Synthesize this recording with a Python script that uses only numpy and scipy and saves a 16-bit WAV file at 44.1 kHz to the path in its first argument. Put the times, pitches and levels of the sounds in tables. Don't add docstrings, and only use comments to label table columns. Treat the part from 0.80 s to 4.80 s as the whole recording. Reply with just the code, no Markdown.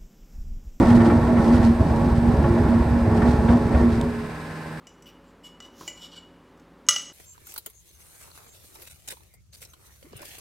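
import sys
import numpy as np
from scipy import signal
from scipy.fft import rfft, irfft, next_fast_len
from scipy.io import wavfile
from scipy.ndimage import uniform_filter1d, map_coordinates

SR = 44100
rng = np.random.default_rng(int(sys.argv[2]) if len(sys.argv) > 2 else 0)


def put_to_file(sound):
    columns = np.atleast_2d(sound).T
    safe = np.clip(columns, -1, 1)
    whole_steps = np.round(safe * 32767)
    wavfile.write(sys.argv[1], SR, whole_steps.astype(np.int16))


N = 176400
TIME = np.arange(N) / SR

# time in seconds, level in dB.
RUMBLE_LEVELS = [(0.03, -20.5), (0.87, -23.5), (0.9, -22), (0.98, -29), (1.0, -19), (1.12, -22.5),
                 (1.8, -21.5), (2.45, -21.5), (2.55, -25), (2.7, -21.5), (2.77, -25.5), (3.2, -22.5),
                 (3.41, -32), (3.75, -46)]
GRIND_LEVELS = [(0.03, -16.5), (0.09, -20.5), (0.1, -21), (0.17, -22), (0.22, -17.5), (0.27, -23),
                (0.33, -21), (0.4, -23), (0.41, -23.5), (0.83, -22.5), (0.98, -28.5), (1.01, -23.5),
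                (1.32, -24.5), (1.36, -31.5), (1.5, -23.5), (1.62, -26), (1.66, -23), (1.68, -24.5),
                (1.89, -24), (1.97, -26), (2.19, -28), (2.45, -23.5), (2.59, -27), (2.67, -24.5),
                (2.7, -21), (2.83, -29), (2.93, -25.5), (2.96, -22.5), (3.14, -30.5), (3.25, -29.5),
                (3.39, -39.5), (3.75, -34)]
RATTLE_LEVELS = [(0.03, -32), (0.36, -37.5), (0.39, -44), (0.41, -36), (0.56, -40.5), (0.57, -29),
                 (0.61, -37), (0.84, -36), (0.97, -47.5), (1.91, -39), (2.16, -42.5), (2.48, -35.5),
                 (2.54, -41), (2.68, -42.5), (2.69, -45), (2.78, -46), (2.98, -37.5), (3.4, -50.5)]
MAIN_RING_LEVELS = [(0.03, -18), (0.05, -23), (0.09, -12), (0.14, -11), (0.29, -21), (0.36, -15),
                    (0.4, -28), (0.51, -18), (0.58, -18), (0.63, -26), (0.68, -15), (0.74, -13),
                    (0.81, -23), (0.87, -14), (0.91, -14), (0.96, -26), (1.01, -21), (1.04, -40),
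                    (1.1, -23), (1.21, -25), (1.23, -31), (1.27, -18), (1.32, -30), (1.36, -23), (1.5, -18),
                    (1.54, -26), (1.66, -29), (1.69, -21), (1.74, -28), (1.79, -18), (1.83, -29),
                    (1.91, -17), (1.98, -17), (2.06, -31), (2.15, -20), (2.26, -23), (2.29, -30),
                    (2.38, -19), (2.41, -26), (2.48, -15), (2.58, -33), (2.65, -20), (2.67, -23),
                    (2.72, -13), (2.76, -15), (2.8, -28), (2.84, -22), (2.9, -29), (3.07, -14), (3.13, -27),
                    (3.19, -21), (3.23, -33), (3.26, -22), (3.29, -24), (3.33, -34), (3.39, -29),
                    (3.58, -53), (3.66, -42), (3.71, -56), (3.75, -46)]
# time in seconds, then the level of each in dB.
HIGH_RING_LEVELS = [(0.029, -19, -58, -55), (0.12, -53, -26, -27), (0.17, -22.5, -51, -49),
                    (0.22, -25, -23, -54), (0.27, -22, -55, -31), (0.29, -19, -44, -33),
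                    (0.41, -38.5, -46, -39.5), (0.73, -29, -42, -36), (0.99, -36, -51, -54),
                    (1.02, -40, -51, -40), (1.28, -31, -37.5, -35.5), (1.36, -42, -46, -45),
                    (1.46, -31.5, -42, -36), (1.59, -44, -32, -58), (1.65, -28, -53, -28),
                    (1.72, -24.5, -53, -42), (1.82, -32.5, -32, -35.5), (2.03, -31.5, -54, -47),
                    (2.15, -48, -45, -39.5), (2.31, -30, -32, -42), (2.44, -37, -32, -34.5),
                    (2.7, -33, -36.5, -38.5), (2.95, -39.5, -33, -41), (3.01, -29, -33.5, -61),
                    (3.44, -48, -39.5, -71), (3.75, -66, -67, -54)]

# frequency in Hz, relative level in dB.
RUMBLE_COLOUR = [(13, -51), (22, -44), (36, -1), (59, 1), (103, 0), (166, -0.5), (200, -15.5), (260, -13),
                 (440, -120)]
GRIND_COLOUR = [(150, -6), (195, 8.5), (225, 5), (245, 1.5), (285, 5.5), (500, -6), (800, -5),
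                (1100, -12.5), (1250, -19.5), (1600, -52), (2500, -66), (4000, -120)]
RATTLE_COLOUR = [(900, -55), (1200, -9), (1350, 4), (1600, -9), (1900, -2.5), (2200, -8.5), (3000, -26),
                 (5000, -88)]
ENGINE_COLOUR = [(20, -46), (60, -20), (150, -8), (300, -8), (600, 3.5), (1050, -14.5), (1200, -20),
                 (1650, -15), (2100, -23.5), (3500, -42), (8000, -62), (12000, -120)]
AIR_COLOUR = [(20, -56), (60, -1.5), (300, -6), (700, -14), (1050, -10.5), (1200, -14), (1700, -10.5),
              (2200, -18), (2600, -19.5), (3200, -26.5), (5000, -27), (5800, -32.5), (7400, -35),
              (11000, -34.5), (16000, -36)]
GRIT_COLOUR = [(1000, -41), (2000, 1.5), (3000, 0.5), (4500, 1.5), (6000, -3.5), (8000, -10),
               (11000, -10.5), (16000, -23)]
CLANK_COLOUR = [(300, -25), (600, 5), (900, 1), (1400, 5), (1900, -2.5), (2400, -8), (3500, -14.5),
                (7000, -66)]
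STONE_COLOUR = [(1200, -20), (2200, -4), (3300, 0), (4300, -4), (6000, -5), (9000, -7), (11000, -10),
                (16000, -16)]
TREBLE_COLOUR = [(7400, 0), (8400, 6.5), (9600, -3), (10200, -20), (10700, 0), (12800, -4.5), (13800, -26),
                 (14800, -6.5), (16000, -10)]

# pitch in Hz, width in Hz, strength in dB.
LOW_DRUM_MODES = [(69.8, 7.7, 6), (102, 13, -0.5), (134, 28, -9.5)]
DRUM_MODES = [(473, 5.9, 4), (553.7, 5.9, 10.5), (642, 22, 4), (767, 3.3, -7), (944, 12.3, 5.5),
              (996, 6.6, 1), (1036, 2.7, -1.5), (1118, 29, 4.5), (1336, 36, -2), (1470, 65, 0.5),
              (1809, 33, 7.5)]
ENGINE_MODES = [(425, 12, 8), (902, 15, 7), (1045, 30, 9), (1303, 12, 9), (1553, 12, 9), (1667, 14, 9),
                (3915, 15, 9)]
STONE_MODES = [(3400, 900, 3)]

FIRING_STRENGTHS = [1, .5, .9, .55]
# multiple of the base pitch, level in dB.
ENGINE_TONES = [(47, -55), (54, -52), (55, -54), (68, -56), (81, -54), (87, -53), (91, -56), (204, -68)]
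HUM_TONES = [(1, -39), (2, -52), (3, -50), (5, -54)]
# pitch in Hz, level in dB.
WHINE_TONES = [(2338, -60), (3342, -71), (3676, -70), (5012, -73), (10706, -82)]

# middle of the burst in seconds, level in dB, length in seconds.
CRUNCHES = [(0.094, -47, 0.046), (0.166, -46, 0.024), (0.264, -45.5, 0.02), (0.649, -51, 0.064),
            (.68, -63, 0.021), (0.753, -45.5, 0.038), (0.853, -46.5, 0.045), (1.11, -62, 0.013),
            (1.373, -53, 0.026), (2.375, -50, 0.017), (2.424, -55, 0.012), (2.5, -50.5, 0.045),
            (2.73, -62, 0.28), (3.0, -55, 0.033), (3.136, -51, 0.062)]
# start in seconds, level in dB, pitch in Hz.
THROB_THUDS = [(0.093, -19, 101.4), (0.268, -14, 73), (0.417, -17, 60), (0.629, -19, 63), (1.002, -14, 64),
               (1.589, -18.5, 66.3), (1.801, -16, 61.4), (2.048, -15, 66), (2.216, -20, 88),
               (2.309, -17, 98), (2.38, -15, 64.7), (2.638, -13, 65), (2.691, -17, 60.4), (2.846, -18, 74),
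               (2.938, -9, 69), (3.164, -19, 61.9)]
# start in seconds, level in dB, seconds to fade by 60 dB.
RIDGES = [(.102, -23, 0.056), (0.203, -24, 0.097), (.253, -26.5, 0.14), (.298, -27, 0.18),
          (0.468, -34, .08), (.573, -30, 0.1), (.735, -32, 0.088), (1.094, -34, .08), (1.638, -30.5, 0.17),
          (2.419, -24.5, 0.078), (2.682, -26, 0.16), (2.723, -33, 0.13), (2.946, -26.5, 0.086)]
# start in seconds, strength in dB.
SNAPS = [(3.2134, -14)]

# frequency in Hz, likeness (1 means the same).
LIKENESS = [(30, 0.96), (60, 1), (180, 1), (300, 0.96), (520, 0.88), (900, 0.88), (1500, 0.7), (2600, .55),
            (5000, 0.66), (9000, .15), (13000, 0.15)]
# frequency in Hz, left over right in dB.
BALANCE = [(60, 0), (130, -2), (600, -1.5), (2000, -1), (4000, 1.9), (8000, 0.5), (12000, -0.5)]

RING_HZ = (235, 345, 424, 843)
SHAFT_HZ, THROB_HZ, HUM_HZ, TOP_HZ = 19.17, 18.92, 158.3, 15780
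STOP_S, STOP_FADE_S = 3.17, 0.64
ROLLING = np.clip(1 - (TIME - STOP_S) / STOP_FADE_S, 0, 1)


def amp(db):
    return 10 ** (np.asarray(db) / 20)


def unit(x):
    return x / np.sqrt(np.mean(x ** 2) + 1e-20)


def along(points, hz):
    freqs, values = np.transpose(points)
    return np.interp(np.log(hz + 1), np.log(freqs + 1), values)


def curves(rows):
    times, *columns = np.transpose(rows)
    return [np.interp(TIME, times, column) for column in columns]


def wobble(rate):
    return map_coordinates(rng.standard_normal(int(N * rate / SR) + 4), [TIME * rate])


def noise():
    return rng.standard_normal((2, N))


def patchy_noise(depth_db):
    bands = signal.stft(noise(), nperseg=1024)[2]
    patches = uniform_filter1d(rng.standard_normal(bands.shape[1:]), size=7, axis=0)
    patches = unit(uniform_filter1d(patches, size=5, axis=1))
    return unit(signal.istft(bands * amp(depth_db * patches), nperseg=1024)[1][:, :N])


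def filtered(x, response):
    size = next_fast_len(N + SR // 2)
    return irfft(rfft(x, size) * response(np.fft.rfftfreq(size, 1 / SR)), size)[..., :N]


def coloured(x, colour):
    return unit(filtered(x, lambda f: amp(along(colour, f))))


def body(x, colour, modes):
    def response(f):
        peaks = sum(amp(db) * 1j * f * width / (hz * hz - f * f + 1j * f * width)
                    for hz, width, db in modes)
        shape = amp(along(colour, f)) * (1 + peaks)
        return shape / np.sqrt(np.mean(np.abs(shape) ** 2))
    return filtered(x, response)


def tones(rows, drift):
    mid = sum(np.sqrt(2) * amp(db + wobble(6.15)) * np.sin(2 * np.pi * hz * TIME + drift * wobble(8))
              for hz, db in rows)
    return np.array([mid, np.roll(mid, 7)])


def struck(start, db, fade_s, rise_s):
    age = np.clip(TIME - start, 0, None)
    return amp(db - 60 * age / fade_s) * (1 - np.exp(-age / rise_s))


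def drum_rumble():
    shaking = noise() * amp(curves(RUMBLE_LEVELS)[0] + 0.35 * wobble(23)) * ROLLING
    throb = 1 + 0.55 * np.cos(2 * np.pi * THROB_HZ * (TIME - 0.0088))
    return body(shaking, RUMBLE_COLOUR, LOW_DRUM_MODES) * throb


def drum_grind():
    grind = noise() * amp(curves(GRIND_LEVELS)[0] + 0.59 * wobble(18)) * ROLLING
    rattle = patchy_noise(depth_db=0.8) * amp(curves(RATTLE_LEVELS)[0] - 2.5) * ROLLING
    return body(grind, GRIND_COLOUR, DRUM_MODES) + body(rattle, RATTLE_COLOUR, DRUM_MODES)


def drum_rings():
    rings = np.zeros((2, N))
    for hz, db in zip(RING_HZ, curves(MAIN_RING_LEVELS) + curves(HIGH_RING_LEVELS)):
        drift = 1.2 * np.array([wobble(10), wobble(14)])
        rings += np.sqrt(2) * amp(db) * np.sin(2 * np.pi * hz * TIME + drift)
    return rings


def diesel(knock_db=-46, scatter_db=2, fade_s=0.05):
    count = np.arange(int(2 * SHAFT_HZ * N / SR))
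    starts = (count * SR / (2 * SHAFT_HZ)).astype(int)
    scatter = amp(scatter_db * rng.standard_normal(len(count)))
    firings = np.zeros(N)
    firings[starts] = np.take(FIRING_STRENGTHS, count % 4) * scatter
    age = TIME[:SR // 8]
    one_knock = rng.standard_normal((2, len(age))) * amp(-60 * age / fade_s)
    knocks = signal.fftconvolve(firings[None], one_knock, axes=1)[:, :N]
    shaft = tones([(k * SHAFT_HZ, db) for k, db in ENGINE_TONES], drift=1.0)
    return amp(knock_db) * unit(body(knocks, ENGINE_COLOUR, ENGINE_MODES)) + shaft


def cooling_air(level_db=-39):
    pulse = 1 + 0.095 * np.sin(2 * np.pi * SHAFT_HZ * TIME)
    return amp(level_db + 0.45 * wobble(5.19)) * pulse * coloured(noise(), AIR_COLOUR)


def pump_whine(fade_start_s=3.47, fade_s=0.5):
    driving = np.clip(1 - (TIME - fade_start_s) / fade_s, 0, 1)
    return driving * tones(WHINE_TONES, drift=1.03)


def wet_crunch(roughness_db=2.1):
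    bursts = sum(amp(db) * np.exp(-2 * ((TIME - middle) / length) ** 2)
                 for middle, db, length in CRUNCHES)
    hiss = amp(curves(GRIND_LEVELS)[0] - 29) * ROLLING
    grains = noise() * amp(roughness_db * wobble(300))
    return (bursts + hiss) * coloured(grains, GRIT_COLOUR)


def thuds():
    notes = sum(struck(start, db, fade_s=0.27, rise_s=0.011) * np.sin(2 * np.pi * hz * (TIME - start))
                for start, db, hz in THROB_THUDS)
    return np.array([notes, notes])


def clanks():
    blows = sum(struck(start, db, fade_s, rise_s=0.0012) for start, db, fade_s in RIDGES)
    return body(noise() * blows, CLANK_COLOUR, DRUM_MODES)


def idle_hum(start_s=3.07, rise_s=0.45):
    idling = np.clip((TIME - start_s) / rise_s, 0, 1)
    return idling * tones([(k * HUM_HZ, db) for k, db in HUM_TONES], drift=0.25)


def stone_snap():
    snap = noise() * sum(struck(start, db - 19.5, fade_s=0.014, rise_s=0.00016) for start, db in SNAPS)
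    for start, db in SNAPS:
        snap[0, round(start * SR)] = amp(db)
    return body(snap, STONE_COLOUR, STONE_MODES)


def scene():
    mix = drum_rumble() + drum_grind() + drum_rings() + diesel() + cooling_air() + pump_whine()
    mix += wet_crunch() + thuds() + clanks() + idle_hum() + stone_snap()
    mid = mix[0]
    side = filtered(mix[1], lambda f: np.tan(np.arccos(along(LIKENESS, f)) / 2))
    left_right = np.array([mid + side, mid - side])
    return filtered(left_right, lambda f: amp(along(BALANCE, f) * np.array([[0.5], [-0.5]])))


def record(dry):
    return filtered(dry, lambda hz: amp(along(TREBLE_COLOUR, hz)) * (hz < TOP_HZ))


dry = scene()
out = record(dry)
put_to_file(out)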